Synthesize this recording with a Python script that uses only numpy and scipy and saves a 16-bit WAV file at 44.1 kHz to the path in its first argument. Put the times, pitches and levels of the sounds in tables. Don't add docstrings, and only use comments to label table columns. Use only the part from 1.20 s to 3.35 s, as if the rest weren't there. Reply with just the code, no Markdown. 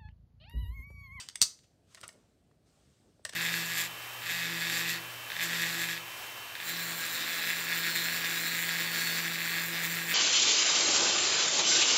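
import sys
import numpy as np
from scipy import signal
from scipy.fft import rfft, irfft
from scipy.io import wavfile
from scipy.ndimage import uniform_filter1d

SR = 44100
rng = np.random.default_rng(int(sys.argv[2]) if len(sys.argv) > 2 else 0)


def decibels_to_gain(level_db):
    exponent = np.asarray(level_db, float) / 20
    return 10 ** exponent


def transcribe(signal):
    frames = np.atleast_2d(signal).T
    limited = np.clip(frames, -1, 1)
    pcm = np.round(limited * 32767).astype(np.int16)
    wavfile.write(sys.argv[1], SR, pcm)


N = 94815
LEAD = 2048
TOTAL = N + LEAD

# (time [s], level [dB], chatter [ms], low modes [dB], high modes [dB])
TRIGGER_CONTACTS = [(-.02, -26.5, 12, 5.5, -0.5), (.0635, -57.5, 2, 0, 0.5), (.087, -29, 1.2, -0.5, -5),
                    (.097, -46, 3, 5, -7), (.1562, -29.5, 1.7, 4.5, 1), (.212, -35, 4, 6, -5.5),
                    (.2159, -5, 1.6, -10.5, -8), (.2237, -11, 2.2, -10.5, -2.5),
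                    (.2305, -14.5, 1.5, -12, -5), (.2362, -22.5, 2.5, -20, -4), (.242, -32, 2, -12.5, -3),
                    (.389, -60, 3, 8.5, -11), (.434, -66, 13, 5.5, -13)]
# (time [s], level [dB], chatter [ms], low modes [dB], high modes [dB])
BLOCK_CONTACTS = [(.7462, -43, 2.46, -5, 2), (.753, -43.5, 1, -8.5, -15), (.772, -59, 4.4, 7.5, -12),
                  (.8063, -55, 1.2, -10, 8), (.8123, -43, 1.7, -12, 3), (.831, -52.5, 3, 8, 1),
                  (.8789, -52, 1.44, -19, 19.5), (.8887, -45, 3.7, -0.5, -11),
                  (.9282, -65, 1.67, -12, 10.5), (1.3135, -81.5, 3.2, 10, -5), (2.0502, -29, 1.5, -7.5, 3),
                  (2.0524, -32.5, 1.46, 5, 5), (2.06, -46, 6, -1, -3.5), (2.0905, -43.5, 6.6, 2, -28),
                  (2.0937, -38.5, 2.14, -3, 4.5), (2.125, -49, 8.7, 2.5, -12),
                  (2.134, -41.5, 2.25, 2.5, -4), (2.14, -51.5, 6, 1, -9.5)]
# (frequency [Hz], width [Hz], level [dB])
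FRAME_MODES = [(590, 100, -28.5), (1050, 390, -27), (1460, 200, -20), (1850, 400, -12.5),
               (2550, 570, -10.5), (3140, 400, -6.5), (3950, 400, -14), (4803, 520, -1), (5750, 230, -8),
               (6710, 500, -5.5), (7660, 300, -10), (8365, 700, -2.5), (10800, 1800, -26),
               (14100, 2000, -26.5)]
# (frequency [Hz], width [Hz], level [dB])
BLOCK_MODES = [(630, 54, -7.5), (1063, 92, -10.5), (1820, 92, 1.5), (2954, 350, -2), (3960, 380, -2),
               (5067, 230, -4), (6122, 350, -5), (7824, 660, -4.5), (9090, 440, -9), (11000, 4500, -19.5),
               (14100, 1200, -34)]
# (time [s], rise [s], fall [s], level [dB])
SCRAPES = [
    (0.774, 0.0034, 0.012, -55.5),
    (.83, .008, 0.0096, -41.5),
    (.846, 0.0071, .008, -54.5),
]
# (frequency [Hz], width [Hz], level [dB])
HOLLOW_MODES = [(624, 37, -4), (1350, 230, 3.5), (1940, 990, 2), (2900, 2130, -2), (4950, 1900, -9),
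                (8000, 520, -14)]
# (time [s], level [dB], pitch [Hz], 60 dB decay [s], sag time [s])
KNOCKS = [
    (.216, -39.5, 426, 0.082, 0.0042),
    (.2165, -38, 662, 0.043, 0.38),
    (.217, -47, 140, 0.093, 0.18),
    (0.835, -55.5, 117.8, 0.11, 0.21),
    (1.313, -60.5, 1314, 0.012, 0.0066),
    (1.995, -55, 800, 0.045, 0.0051),
    (2.051, -49, 672, 0.1, 0.073),
    (2.054, -56, 109.6, 0.089, 0.071),
    (2.134, -52, 493, .05, 0.0058),
]
# (time [s], effort [dB])
RUB_EFFORT = [(0, -100), (.62, -92.5), (0.721, -65.5), (0.899, -67), (.98, -75), (1.2, -86.5),
              (1.44, -92.5), (1.47, -74), (1.58, -74.5), (1.68, -73.5), (2.0, -79.5), (2.15, -82)]
# (frequency [Hz], density [dB per Hz])
SKIN_SPECTRUM = [(700, -12.5), (1240, 1.5), (2000, -5), (3400, -1.5), (6500, -2.5), (8300, -4.5),
                 (10000, -13), (16000, -23)]
# (time [s], half length [s], level [dB])
SWELLS = [
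    (0.846, 0.0597, -63.5),
    (0.985, 0.11, -71),
    (1.58, 0.045, -79),
    (1.88, 0.063, -65),
]
# (frequency [Hz], density [dB per Hz])
CLOTH_SPECTRUM = [(100, -11.5), (250, 5), (600, 0.5), (900, -8), (1300, -14), (3000, -39)]
# (frequency [Hz], density [dB per Hz])
AIR_SPECTRUM = [(28, -24), (55, 1.5), (130, -1), (300, -8), (700, -14), (950, -25), (4400, -29.5),
                (16500, -41.5)]
# (frequency [Hz], 60 dB decay [s])
ROOM_DECAY = [(200, .1), (1000, 0.28), (3000, 0.19), (5500, 0.19), (9000, 0.17), (15000, .2)]
# (frequency [Hz], level [dB])
ROOM_TONE = [(700, -3), (1800, -3.5), (3200, -0.5), (4600, -2), (6000, 2), (12000, -5)]
# (frequency [Hz], gain [dB])
MIC_RESPONSE = [(30, -20.5), (45, -0.5), (15300, -1.5), (16300, -12)]


def read(points, hz):
    f, value = np.transpose(points)
    return np.interp(np.log(hz + 1), np.log(f + 1), value)


def evened(x):
    return x / np.sqrt(np.mean(x ** 2) + 1e-20)


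def add(mix, s, sound):
    part = mix[LEAD + round(s * SR):][:len(sound)]
    part += sound[:len(part)]


def resonate(x, hz, width):
    radius = np.exp(-np.pi * width / SR)
    angle = 2 * np.pi * min(hz, SR / 2.2) / SR
    return signal.lfilter([1 - radius, 0, radius - 1], [1, -2 * radius * np.cos(angle), radius * radius], x)


def hiss(spectrum, patchy_db):
    frames, hz = N // 256 + 14, np.fft.rfftfreq(1024, 1 / SR)
    real, imag, patches = rng.standard_normal((frames, 513, 3)).T
    patches = uniform_filter1d(patches, size=14, axis=0)
    patches = evened(uniform_filter1d(patches, size=12, axis=1))
    z = (real + 1j * imag) * decibels_to_gain(read(spectrum, hz)[:, None] + patchy_db * patches)
    return evened(signal.istft(z, nperseg=1024, noverlap=768)[1][:TOTAL])


def air():
    return decibels_to_gain(-68) * hiss(AIR_SPECTRUM, patchy_db=0.95)


def room(x):
    gap_s = .003
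    late_db, late_stretch = -23, 3
    hz, t, z = signal.stft(rng.standard_normal(SR // 2), SR, nperseg=128)
    fall_db = -60 * t / read(ROOM_DECAY, hz)[:, None]
    decay = decibels_to_gain(fall_db) + decibels_to_gain(late_db + fall_db / late_stretch)
    z = z * decibels_to_gain(read(ROOM_TONE, hz)[:, None]) * decay
    tail = signal.istft(z, SR, nperseg=128)[1]
    tail = tail * np.clip(np.arange(len(tail)) / SR / gap_s, 0, 1) ** 2
    return signal.fftconvolve(x, tail / np.linalg.norm(tail))[:len(x)]


def swells():
    t = (np.arange(TOTAL) - LEAD) / SR
    bumps = sum(decibels_to_gain(db) * np.exp(-((t - s) / half) ** 2) for s, half, db in SWELLS)
    return bumps * hiss(CLOTH_SPECTRUM, patchy_db=5.0)


def rub():
    s, db = np.transpose(RUB_EFFORT)
    effort = decibels_to_gain(np.interp((np.arange(TOTAL) - LEAD) / SR, s, db))
    return effort * hiss(SKIN_SPECTRUM, patchy_db=1.5)


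def knocks():
    out, t = np.zeros(TOTAL), np.arange(6000) / SR
    for s, db, hz, t60, sag in KNOCKS:
        phase = 2 * np.pi * hz * sag * np.log(1 + t / sag)
        add(out, s, decibels_to_gain(db - 60 * t / t60) * np.sin(phase))
    return out


def scrapes():
    out, t = np.zeros(TOTAL), np.arange(3000) / SR
    slips = rng.standard_normal((len(SCRAPES), len(t)))
    for (s, rise, fall, db), slip in zip(SCRAPES, slips):
        ring = np.zeros(len(t))
        for hz, width, mode_db in HOLLOW_MODES:
            once = resonate(slip, hz, width * 1.6)
            ring += decibels_to_gain(mode_db) * evened(resonate(once, hz, width * 1.6))
        stroke = np.minimum(t / rise, 1) * np.exp(-(np.maximum(t - rise, 0) / fall) ** 2)
        add(out, s, decibels_to_gain(db) * evened(ring) * stroke)
    return out


def contacts(rows, body):
    settle_db, release_ms = -17.5, 8.93
    grit_db = 2
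    low_hz, high_hz = 3500, 7000
    widen, detune = 1.4, .03
    out, ms = np.zeros(TOTAL), np.arange(2500) * 1000 / SR
    chance = rng.standard_normal((len(rows), len(body) + 1, len(ms)))
    tune = rng.uniform(-1, 1, (len(rows), len(body)))
    for (s, db, chatter_ms, low_db, high_db), (grit, *impacts), shifts in zip(rows, chance, tune):
        chatter = np.exp(-(ms / chatter_ms / 1.4) ** 3)
        buzz = decibels_to_gain(settle_db) * np.exp(-ms / release_ms)
        shape = np.minimum(ms / .2, 1) * (chatter + buzz)
        force = decibels_to_gain(grit_db * evened(uniform_filter1d(grit, size=9))) * shape
        ring = np.zeros(len(ms))
        for (hz, width, mode_db), impact, shift in zip(body, impacts, shifts):
            tilt_db = low_db * (hz < low_hz) + high_db * (hz > high_hz) * np.sqrt(hz / high_hz)
            mode = resonate(impact * force, hz * (1 + detune * shift), width * widen)
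            ring += decibels_to_gain(mode_db + tilt_db) * evened(mode)
        add(out, s, decibels_to_gain(db - 6.5) * np.sqrt(np.mean(shape ** 2)) * ring)
    return out


def scene():
    toy = contacts(TRIGGER_CONTACTS, FRAME_MODES) + contacts(BLOCK_CONTACTS, BLOCK_MODES)
    toy = toy + scrapes() + knocks()
    mix = air() + decibels_to_gain(-11) * room(toy) + swells() + rub() + toy
    return mix[None, LEAD:]


def band_limit(x):
    return signal.sosfilt(signal.butter(12, 16800, fs=SR, output="sos"), x)


def record(dry):
    x = irfft(rfft(dry[0]) * decibels_to_gain(read(MIC_RESPONSE, np.fft.rfftfreq(N, 1 / SR))), N)
    x = x + decibels_to_gain(-3) * resonate(x, hz=8350, width=700)
    early_ring = resonate(x[::-1], hz=8150, width=55)[::-1]
    x = x + decibels_to_gain(-9) * early_ring
    return band_limit(x[None])


dry = scene()
out = record(dry)
transcribe(out)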